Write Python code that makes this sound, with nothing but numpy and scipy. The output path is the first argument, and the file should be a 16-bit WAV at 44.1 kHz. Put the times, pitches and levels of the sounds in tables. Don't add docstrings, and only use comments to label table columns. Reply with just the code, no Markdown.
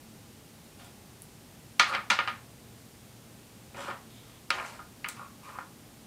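import sys
import numpy as np
from scipy import signal
from scipy.fft import rfft, irfft, next_fast_len
from scipy.io import wavfile
from scipy.ndimage import map_coordinates

SR = 44100
rng = np.random.default_rng(int(sys.argv[2]) if len(sys.argv) > 2 else 0)


def convert_level_to_amplitude(level_db):
    exponent = np.asarray(level_db, float) / 20
    return 10 ** exponent


def transcribe(signal):
    frames = np.atleast_2d(signal).T
    limited = np.clip(frames, -1, 1)
    pcm = np.round(limited * 32767).astype(np.int16)
    wavfile.write(sys.argv[1], SR, pcm)


N = 267246
SPAN = SR * 2 // 5


def unit(x):
    return x / np.sqrt(np.mean(x ** 2) + 1e-20)


def along(points, hz):
    f, v = np.transpose(points)
    return np.interp(np.log(hz + 1), np.log(f + 1), v)


def coloured(x, gain_db):
    m = next_fast_len(len(x) + 4096)
    gain = convert_level_to_amplitude(gain_db(np.fft.rfftfreq(m, 1 / SR)))
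    cepstrum = irfft(np.log(gain + 1e-6), m)
    cepstrum[1:m // 2] *= 2
    cepstrum[m // 2 + 1:] = 0
    return irfft(rfft(x, m) * np.exp(rfft(cepstrum)), m)[:len(x)]


def wobble(count, rate):
    return map_coordinates(rng.standard_normal(400), [np.arange(count) * rate / SR % 390])


def kitchen():
    # (frequency [Hz], density [dB per Hz])
    air_curve = [(12, -64), (20, -22), (113, -5), (187, -8.5), (222, -5.5), (248, -9), (357, -13.5),
                 (574, -18), (825, -20.5), (897, -21.5), (1530, -25), (2600, -25.5), (8890, -28.5),
                 (14700, -32), (16000, -46)]
    # (frequency [Hz], level [dB])
    whines = [(223, -71.5), (822, -76), (8651, -77), (14993, -81)]
    t = np.arange(N) / SR
    air = convert_level_to_amplitude(-52.5) * unit(coloured(rng.standard_normal(N), lambda hz: along(air_curve, hz)))

    idle_db, load_db, sway_db, hum_hz = -81.5, -57.5, 1.2, 118
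    hum_db = np.interp(t, [1.0, 1.9, 4.73, 5.1], [idle_db, load_db, load_db, idle_db])
    hum_db = hum_db + sway_db * wobble(N, rate=1.47)
    hum = convert_level_to_amplitude(hum_db) * np.sin(2 * np.pi * hum_hz * t)

    drift = np.cumsum(rng.standard_normal(N)) * 0.0027
    whine = sum(convert_level_to_amplitude(db + 4.5) * np.sin(2 * np.pi * hz * t + drift) for hz, db in whines)
    return air + hum + whine


def add(track, s, sound):
    track[round(s * SR):][:len(sound)] += sound


def sheet_modes(damping):
    # (frequency [Hz], width [Hz], level [dB])
    sheet = [(348, 33, -12), (528, 14, -3), (563.6, 8.3, 0), (694, 4.7, -10.5), (766, 9.2, -6),
             (815, 56, -4.5), (967, 39, -0.5), (1113, 34, -3.5), (1233, 12, 9), (1235, 7.7, -3.5),
             (1271, 60, 1), (1390, 13, 9), (1378, 9.3, 1), (1425, 8.6, 6.5), (1692, 21, -4), (1734, 11, -4),
             (1818, 12, 4), (2070, 41, -7), (2170, 21, 2), (2314, 99, 2.5), (2423, 78, 2), (2850, 27, -3),
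             (3020, 28, -1.5), (3070, 120, -24), (3370, 24, -8), (3830, 46, -11), (4000, 26, -19),
             (4440, 17, -11), (4510, 49, -9), (6170, 55, -6)]
    t = np.arange(SPAN) / SR
    hz, width, db = np.transpose(sheet)[:, :, None]
    width = damping * np.clip(width, 13, 80)
    return convert_level_to_amplitude(db) * width * np.exp(-np.pi * width * t) * np.sin(2 * np.pi * hz * t)


def ring(bank, scatter_db):
    luck = rng.standard_normal((2, len(bank)))
    return unit((np.sign(luck[1]) * convert_level_to_amplitude(scatter_db * luck[0])) @ bank)


def tail(onset, tilt_db=0):
    # (frequency [Hz], time to fall 60 dB [s])
    fade = [(300, 0.24), (800, 0.41), (2000, 0.28), (3500, 0.27), (6000, 0.26), (12000, 0.15)]
    hz, t, z = signal.stft(rng.standard_normal(SPAN), SR, nperseg=128)
    start_db = tilt_db * np.log2(np.clip(hz, 1000, 6000) / 1000)
    decay_db = start_db[:, None] - 60 * t / along(fade, hz)[:, None]
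    dying = signal.istft(z * convert_level_to_amplitude(decay_db), SR, nperseg=128)[1][:SPAN]
    return dying * (1 - np.exp(-np.arange(SPAN) / SR / onset))


def kicks(count):
    sizes = convert_level_to_amplitude(4 * np.minimum(rng.exponential(size=count // 64 + 1), 3))
    return unit(rng.standard_normal(count) * sizes.repeat(64)[:count])


def lift(hz, centre_hz, db):
    return db * np.exp(-(np.log((hz + 1) / centre_hz) / .13) ** 2)


def stroke(t, length, start_db, swell_db, attack_share):
    edge_db, release_s = 24, .03
    tremor_db, tremor_rate = 1.5, 30
    end_db = start_db + swell_db
    knots = np.cumsum([0, attack_share * length, length, release_s])
    db = np.interp(t, knots, [start_db - edge_db, start_db, end_db, end_db - edge_db], -120, -120)
    return convert_level_to_amplitude(db + tremor_db * wobble(len(t), tremor_rate))


def slides():
    # (start [s], length [s], drone [dB], drone swell over the stroke [dB], grit [dB])
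    drags = [
        (.79, .075, -54.5, 1, -53.5),
        (1.87, 0.082, -34.5, 1.5, -44.5),
        (3.77, 0.14, -39, -0.5, -47),
        (4.11, .25, -67, 2, -57.5),
        (4.531, .23, -35.5, -17.5, -49),
        (5.149, 0.1, -51.5, 2.5, -57.5),
        (5.43, 0.1586, -49, 5, -55.5),
    ]
    # (drone [Hz], lift [dB], grit [Hz], lift [dB])
    grips = [(715, 12, 3340, 10), (1240, 14, 4250, 9), (830, 1.5, 3300, 10), (2000, 18, 3440, 16),
             (1240, -3.5, 5900, 2.5), (1100, 11, 2460, 8), (1040, 8.5, 2300, 5)]
    # (frequency [Hz], density [dB per Hz])
    drone_curve = [(180, -32.5), (300, -22), (393, -13.5), (525, -10.5), (707, -10), (825, -6), (1210, -5),
                   (1570, -8), (3000, -26.5), (3900, -45), (6600, -120)]
    # (frequency [Hz], density [dB per Hz])
    grit_curve = [(1200, -34), (2200, -5), (2800, -6), (3400, -15), (4200, -9.5), (5300, -11.5),
                  (6200, -17), (7300, -11), (9000, -15.5), (13000, -24), (16000, -42)]
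    mode_curve = [(500, 14.5), (1500, 5.5), (3500, -10.0)]
    attack_share, grit_fade_db = .17, 5

    track, t = np.zeros(N + SR), np.arange(SR * 4 // 5) / SR
    count = len(t)
    bank = sheet_modes(damping=1.5)
    for drag, grip in zip(drags, grips):
        s, length, drone_db, swell_db, grit_db = drag
        drone_hz, drone_lift_db, grit_hz, grit_lift_db = grip
        drive = stroke(t, length, drone_db, swell_db, attack_share)
        grit = stroke(t, length, grit_db + grit_fade_db / 2, -grit_fade_db, attack_share)

        def held(hz):
            return lift(hz, drone_hz, drone_lift_db)

        modes = coloured(ring(bank, scatter_db=5), lambda hz: held(hz) + along(mode_curve, hz))
        droning = signal.fftconvolve(drive * kicks(count), modes / np.linalg.norm(modes))[:count]
        rumble = drive * unit(coloured(kicks(count), lambda hz: along(drone_curve, hz) + held(hz)))
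        rasp = coloured(kicks(count), lambda hz: along(grit_curve, hz) + lift(hz, grit_hz, grit_lift_db))
        rasp = grit * unit(rasp)
        echo = tail(onset=0.0014)
        answer = signal.fftconvolve(rumble + rasp, echo / np.linalg.norm(echo))[:count]
        sound = convert_level_to_amplitude(-7) * droning + convert_level_to_amplitude(-16) * rumble + convert_level_to_amplitude(-9) * rasp + convert_level_to_amplitude(-7) * answer
        add(track, s - attack_share * length, sound)
    return track[:N]


def contacts():
    # (time [s], peak [dB], brightness [dB], tail [dB])
    nudges = [
        (0.797, -50, -10, 2),
        (3.745, -38, -13, 2),
        (3.788, -37, -18, 12),
        (3.846, -38, -15, -13),
        (3.88, -30.5, -26, 14),
        (4.296, -52, -5, -12),
    ]
    # (time [s], peak [dB],
    # brightness [dB], upper middle [dB], tail [dB])
    blows = [(1.796, -7, -8, -2.5, -6), (1.949, -19.5, -12, -2.5, -7), (2.101, -12, -7, -3, -0.5),
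             (2.106, -16, -13.5, -9, -14), (2.189, -14.5, -15.5, -5, -7.5), (2.275, -21.5, -17, -6, -5.5),
             (4.504, -14.5, -8, 0, -9.5), (4.584, -29, -29, -10, -8), (4.598, -27.5, -35, -7.5, -12),
             (4.647, -35, -34, -5, -6), (5.044, -24, -13.5, 2, -10.5), (5.087, -32, -2, -1.5, -4.5),
             (5.586, -27.5, -45, -17, -12)]
    # (time [s], peak [dB], brightness [dB])
    rocks = [(1.912, -28.5, -32), (1.926, -26, -21.5), (1.936, -24, -13), (1.944, -24.5, -17),
             (2.201, -23.5, -12), (2.281, -27.5, -9), (3.901, -32, -19.5), (4.661, -40.5, 3),
             (4.791, -35.5, -33), (5.059, -31.5, -18), (5.168, -45, -15), (5.194, -36, -45),
             (5.21, -38, -37), (5.226, -47, -40), (5.49, -40.5, -19), (5.601, -41.5, -25)]
    soft = [(s, db, bright_db, 0.5, tail_db) for s, db, bright_db, tail_db in nudges]
    soft += [(s, db, bright_db, -14, -0.5) for s, db, bright_db in rocks]
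    hard = [(s, db, bright_db, -18, tail_db, mid_db) for s, db, bright_db, mid_db, tail_db in blows]
    leads = [(s - .003, db - 29, *rest) for s, db, *rest in hard[:3:2]]
    return hard + leads + [(*row, 8 + 0.83 * row[2]) for row in soft]


def knocks():
    # (frequency [Hz], density [dB per Hz])
    blow_curve = [(120, -42), (200, -9.5), (430, -18.5), (554, -14), (665, -13.5), (798, -8.5), (890, -10),
                  (1260, -9), (1590, -7.5), (2090, -1.5), (3550, -9), (6020, -19), (15500, -41)]
    track, t = np.zeros(N + SPAN), np.arange(SPAN) / SR
    bank = sheet_modes(damping=.8) * (1 - np.exp(-t / .0012))
    for s, db, treble_db, bass_db, tail_db, mid_db in contacts():
        burst = rng.standard_normal(SPAN) * (1 - np.exp(-t / 0.00015)) * np.exp(-t / 0.0035)
        burst = np.diff(burst, prepend=0) * 0.67 + 0.89 * burst
        tilt_db = max(0.16 * (db + 12), -0.5)
        dense = burst + convert_level_to_amplitude(tail_db - 5) * tail(onset=0.0018, tilt_db=tilt_db)
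        dense = coloured(dense, lambda hz: along(blow_curve, hz))
        body = unit(dense) + convert_level_to_amplitude(.3 * tail_db - .5) * ring(bank, scatter_db=2.2)

        hard_db = treble_db + 7.5
        top_db = 2.2 * hard_db - 1
        shelves = [(600, bass_db + 11), (950, 0), (1550, 0), (2100, mid_db), (2900, mid_db),
                   (3900, hard_db), (4900, hard_db), (6000, top_db), (9000, top_db), (13000, top_db - 6)]
        sound = coloured(body, lambda hz: along(shelves, hz))
        add(track, s, convert_level_to_amplitude(db - 7.5) * sound / sound[:SR // 100].std())
    return track[:N]


def beads():
    # (time [s], peak [dB], pitch [Hz], tail [dB])
    clicks = [
        (0.846, -46, 8860, -9.5),
        (1.2204, -34.5, 10600, -10),
        (1.239, -49, 9440, -10),
        (5.0865, -26.5, 8600, -9),
    ]
    track, t = np.zeros(N + SPAN), np.arange(SPAN) / SR
    for s, db, hz, tail_db in clicks:
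        click = rng.standard_normal(SPAN) * np.exp(-((t - .0008) / 0.0003) ** 2)
        click = click + convert_level_to_amplitude(tail_db - 8) * tail(onset=0.001)
        shape = [(.3 * hz, -36), (.6 * hz, -20), (.8 * hz, -7), (hz, 0), (1.15 * hz, -6), (1.6 * hz, -13)]
        sound = coloured(click, lambda f: along(shape, f))
        add(track, s - .0006, convert_level_to_amplitude(db + 6) * sound / np.abs(sound).max())
    return track[:N]


def scene():
    return (kitchen() + slides() + knocks() + beads())[None]


def top_cut(x):
    return signal.sosfilt(signal.butter(12, 16430, fs=SR, output="sos"), x)


def record(dry):
    m = next_fast_len(N)
    hz = np.fft.rfftfreq(m, 1 / SR)
    bass_cut = hz ** 2 / (hz ** 2 + 16 ** 2)
    kept = irfft(rfft(dry, m) * (hz < 15790) * bass_cut, m)[:, :N]
    return top_cut(kept)


dry = scene()
out = record(dry)
transcribe(out)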